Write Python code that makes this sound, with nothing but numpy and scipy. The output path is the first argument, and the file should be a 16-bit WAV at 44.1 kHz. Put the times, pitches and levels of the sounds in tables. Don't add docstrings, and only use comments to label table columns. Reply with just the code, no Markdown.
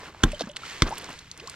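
import sys
import numpy as np
from scipy import signal
from scipy.fft import rfft, irfft, next_fast_len
from scipy.io import wavfile
from scipy.ndimage import map_coordinates

SR = 44100
rng = np.random.default_rng(int(sys.argv[2]) if len(sys.argv) > 2 else 0)


def unload_audio(sound):
    columns = np.transpose(np.atleast_2d(sound))
    steps = np.round(np.clip(columns, -1, 1) * 32767)
    wavfile.write(sys.argv[1], SR, steps.astype(np.int16))


N = 68355

# t/s, crack/dB, crack hold/s, ring/dB, thud/dB, split delay/s, heave/dB,
# heave t60/s, churn/dB
BLOWS = [(0.2342, -12.5, 0.0049, -16.5, -9.5, 0.004, -12, 0.229, -26.5),
         (0.8207, -8.5, 0.001198, -18.5, -11, 0.001, -12.5, 0.1566, -29.5)]


def blows():
    out = np.zeros(N)
    for blow, row in enumerate(BLOWS):
        start, crack_db, hold, ring_db, thud_db, delay, heave_db, heave_t60, churn_db = row
        split = start + delay
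        out += amp(crack_db) * crack(blow, start, split, hold)
        out += amp(ring_db) * blow_ring(blow, since(start))
        t = since(split)
        out -= amp(thud_db) * thud(blow, t) + amp(heave_db) * heave(t, heave_t60)
        out += amp(churn_db) * churn(t)
    return out


def blow_ring(blow, t):
    # f/Hz, t60/s, first blow/dB, second blow/dB
    resonances = [(798, 0.0654, -7, -40.5), (1050, 0.0477, 0, -7.5), (1331.5, 0.0442, -1.5, -22),
                  (1592.5, 0.0312, 6, -12), (2020, 0.0081, -8, 14.5), (3615, 0.0315, 0, -23.5)]
    return sum(amp(db[blow]) * ring(t, hz, t60, attack=0.00118) for hz, t60, *db in resonances)


def crack(blow, start, split, hold, crumble_db=-19, snap_db=-5):
    # f/Hz, gain/dB
    colours = [
        [(300, 8.5), (600, -29), (1100, -14), (1600, 4), (2200, -6), (3400, 1), (4400, -8), (6700, -7),
         (12000, -23), (16000, -63.5)],
        [(420, -25), (760, -29.5), (1050, -0.5), (2100, 1), (2850, -8.5), (3400, -1), (4650, -6), (7200, -15),
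         (11000, -30), (16000, -48.5)],
    ]
    t = since(start)
    envelope = burst(t, hold, t60=0.00978) + amp(crumble_db) * burst(t, 0, t60=0.07)
    snap = amp(snap_db) * unit(signal.unit_impulse(N, round(split * SR)))
    fractures = unit(envelope * rng.standard_normal(N))
    return np.std(envelope) * unit(coloured(snap + fractures, colours[blow]))


def thud(blow, t):
    # f/Hz, t60/s, first blow/dB, second blow/dB
    modes = [(148.6, 0.0652, 1, -5.5), (222.9, 0.037, 6.5, -0.5), (310.2, 0.0506, 0, -1.5),
             (407.5, 0.0258, -15, -2)]
    return sum(amp(db[blow]) * ring(t, hz, t60, attack=0.002054) for hz, t60, *db in modes)


def heave(t, t60, start_hz=202, end_hz=29.34, sag_s=0.00472):
    cycles = end_hz * t + (start_hz - end_hz) * sag_s * (1 - np.exp(-t / sag_s))
    return np.sin(2 * np.pi * cycles) * burst(t, 0, t60, attack=0.00086)


def churn(t):
    colour = [(40, -1), (240, -2.5), (2000, -52)]  # f/Hz, gain/dB
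    return shaped(noise(colour), burst(t, 0, t60=0.298))


def splashes():
    # t/s, level/dB, hold/s, centre f/Hz
    slaps = [(0.147, -40.5, 0.00232, 953), (0.317, -40, 0.007, 2700), (0.393, -36.5, 0.02985, 4000),
             (0.398, -38.5, 0.0236, 966), (0.408, -24, 0.00058, 3800), (0.472, -37.5, 0.0018, 990),
             (0.5617, -28, 0.00045, 3360), (0.5661, -29, 0.0041, 3157), (0.867, -40.5, 0.017, 3676),
             (0.971, -40.5, 0.0096, 2840)]
    return sum(amp(db) * shaped(spray(hz), burst(since(start), hold, t60=0.0139))
               for start, db, hold, hz in slaps)


def ticks(count=48, centre_hz=5067, ring_cycles=15.4, min_flight_s=0.056, max_flight_s=0.35):
    base_db, late_db, spread_db = -32, -5, 4.5
    out = np.zeros(N + SR)
    t = np.arange(SR // 50) / SR
    for start, *_ in BLOWS:
        for flight, pitch, softness in rng.random((count, 3)):
            hz = centre_hz * 2 ** (2 * pitch - 1)
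            db = base_db + late_db * flight - spread_db * np.log(max(softness, .05))
            lands = start + min_flight_s + flight * (max_flight_s - min_flight_s)
            out[int(lands * SR):][:len(t)] += amp(db) * ring(t, hz, ring_cycles / hz, attack=2 / hz)
    return out[:N]


def blips():
    # t/s, f/Hz, level/dB, t60/s, initial glide/(octaves a second)
    cues = [(.3195, 2520, -23, 0.015, 13), (0.3317, 596.8, -20, 0.0497, -1),
            (0.3458, 3208, -29.5, 0.041, -5.5), (.408, 715, -13.5, 0.0244, -15.5),
            (.409, 512.8, -9.5, 0.0165, -14.5), (0.417, 293.5, -20, 0.0323, -3.5),
            (.433, 1590, -28, 0.0366, 9.5), (.437, 205.7, -24.5, 0.0493, -6.5),
            (0.471, 228.6, -23.5, 0.0373, -4), (.492, 575.8, -32.5, 0.0876, 1.5),
            (.634, 1283, -17, 0.01786, 20.5), (.907, 641, -13.5, 0.01425, 11.5),
            (.914, 829, -15, 0.0202, 16.5), (0.924, 777.7, -12.5, 0.0292, 40.5)]
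    out = np.zeros(N)
    for start, hz, db, t60, glide in cues:
        t = since(start)
        mean_hz = hz * (1 + np.log(2) * glide * t / 2)
        out += amp(db) * ring(t, mean_hz, t60, attack=0.0033)
    return out


def drips(octaves_per_length=0.761, spatter_db=-7):
    # t/s, starting f/Hz, level/dB, length/s
    drops = [(0.9816, 6149, -28.5, 0.00251), (1.0425, 3600, -31.5, 0.00172), (1.1286, 3500, -37, 0.00176),
             (1.1888, 3200, -38, 0.00668), (1.3139, 3292, -27.5, 0.001854), (1.376, 4815, -35, 0.00112),
             (1.397, 2280, -37, 0.01005), (1.4733, 3736, -32, 0.00413), (1.497, 4133, -25.5, 0.00116)]
    out = np.zeros(N)
    for start, hz, db, length in drops:
        t = since(start)
        sweep_hz = hz * 2 ** (octaves_per_length * np.minimum(t / length, 2))
        chirp = np.sin(2 * np.pi * np.cumsum(sweep_hz) / SR) * burst(t, length / 2, t60=2 * length)
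        spatter = shaped(spray(2 * hz), burst(t, length / 2, t60=0.0152))
        out += amp(db) * (chirp + amp(spatter_db) * spatter)
    return out


def gurgle(rough_rad=0.476, flutter_db=3.0):
    # t/s, f/Hz, level/dB
    glide = [(1.415, 353.6, -44), (1.454, 506.2, -46.5), (1.473, 834, -51), (1.481, 1068, -37),
             (1.492, 1500, -53)]
    hz, db = curves(glide)
    gate = (since(glide[0][0]) > 0) & (since(glide[-1][0]) == 0)
    envelope = gate * amp(db + flutter_db * wobble(270))
    return envelope * np.sin(2 * np.pi * np.cumsum(hz) / SR + rough_rad * wobble(300))


def hiss(grain_db=2.5):
    # t/s, level/dB
    fader = [(0, -48), (.08, -46), (.115, -57.5), (.21, -52), (.26, -47), (.42, -48.5), (.545, -62),
             (.6, -49), (.665, -39.5), (.88, -45.5), (1.11, -45.5), (1.23, -52.5), (1.35, -54.5),
             (1.55, -46.5)]
    # f/Hz, gain/dB
    colour = [(300, -10), (750, -8), (1350, -0.5), (2100, 3), (3800, -2.5), (8000, -11.5), (10000, -23.5),
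              (13500, -25.5), (16000, -76)]
    return amp(curves(fader)[0]) * unit(noise(colour) * amp(grain_db * wobble(500)))


def slosh(grain_db=4.5):
    # t/s, level/dB
    fader = [(.085, -43.5), (.115, -54.5), (.2, -53), (.255, -37.5), (.32, -52.5), (.46, -49), (.54, -55),
             (.81, -49), (.87, -36), (.96, -44.5), (1.11, -42.5), (1.18, -59), (1.3, -66), (1.37, -55),
             (1.55, -51.5)]
    # f/Hz, gain/dB
    colour = [(60, -14), (350, 0), (650, -3.5), (1000, -0.5), (1600, -4), (8000, -40.5)]
    return amp(curves(fader)[0]) * unit(noise(colour) * amp(grain_db * np.tanh(wobble(120))))


def air(level_db=-55):
    # f/Hz, gain/dB
    colour = [(20, -9.5), (65, -1.5), (140, -3.5), (300, -17), (700, -41.5), (16000, -50.5)]
    return amp(level_db) * noise(colour)


def place(x, tail_t60=.035, left_lag_s=.00004):
    # f/Hz, level/dB
    reflections = [(150, -30), (1000, -17), (10000, -8)]
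    # f/Hz, left minus right/dB
    balance = [(100, 0), (600, -1.3), (2500, -.6), (7000, -3.5), (12000, -10)]
    tail = rng.standard_normal((2, SR // 8)) * fade(np.arange(SR // 8) / SR, tail_t60)
    tail /= np.linalg.norm(tail, axis=1, keepdims=True)
    scatter = signal.fftconvolve(x[None], tail, axes=1)[:, :N]
    scatter = filtered(scatter, lambda hz: amp(along(reflections, hz)))
    sides = np.array([[.5], [-.5]])

    def pan(hz):
        return amp(sides * along(balance, hz)) * np.exp(-2j * np.pi * hz * sides * left_lag_s)
    return filtered(x + scatter, pan)


def amp(db):
    return 10 ** (np.asarray(db) / 20)


def unit(x):
    return x / np.sqrt(np.mean(x ** 2) + 1e-20)


def along(points, hz):
    freqs, values = np.transpose(points)
    return np.interp(np.log(hz + 1), np.log(freqs + 1), values)


def curves(rows):
    times, *columns = np.transpose(rows)
    return [np.interp(np.arange(N) / SR, times, column) for column in columns]


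def since(start):
    return np.maximum(np.arange(N) / SR - start, 0)


def wobble(rate):
    return map_coordinates(rng.standard_normal(int(N * rate / SR) + 4), [np.arange(N) * rate / SR])


def filtered(x, response):
    size = next_fast_len(N + SR // 2)
    return irfft(rfft(x, size) * response(np.fft.rfftfreq(size, 1 / SR)), size)[..., :N]


def coloured(x, spectrum):
    def response(hz):
        cepstrum = irfft(np.log(amp(along(spectrum, hz))))
        causal = 1 + np.sign(np.fft.fftfreq(len(cepstrum)))
        return np.exp(rfft(cepstrum * causal))
    return filtered(x, response)


def noise(spectrum):
    return unit(filtered(rng.standard_normal(N), lambda hz: amp(along(spectrum, hz))))


def spray(hz, q=2.43, top_hz=7930, grain_db=4):
    def band(f):
        damping = 1j * f * hz / q
        return damping / (hz ** 2 - f ** 2 + damping) / (1 + (f / top_hz) ** 4)
    return unit(filtered(rng.standard_normal(N) * amp(grain_db * wobble(2000)), band))


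def fade(t, t60):
    return np.exp(-np.log(1000) * t / t60)


def burst(t, hold, t60, attack=.0003):
    return (1 - np.exp(-t / attack)) * fade(np.maximum(t - hold, 0), t60)


def ring(t, hz, t60, attack):
    return np.sin(2 * np.pi * hz * t) * burst(t, 0, t60, attack)


def shaped(x, envelope):
    return unit(x * envelope) * np.sqrt(np.mean(envelope ** 2))


def scene(wide_db=-9):
    hole = blows() + splashes() + ticks() + blips() + drips() + gurgle() + hiss() + slosh()
    return place(hole + air()) + amp(wide_db) * np.array([hiss(), hiss()])


def record(dry):
    top_hz = 16200
    rounded = dry / (1 + np.abs(dry) ** 6) ** (1 / 6)
    return filtered(rounded, lambda hz: hz < top_hz)


dry = scene()
out = record(dry)
unload_audio(out)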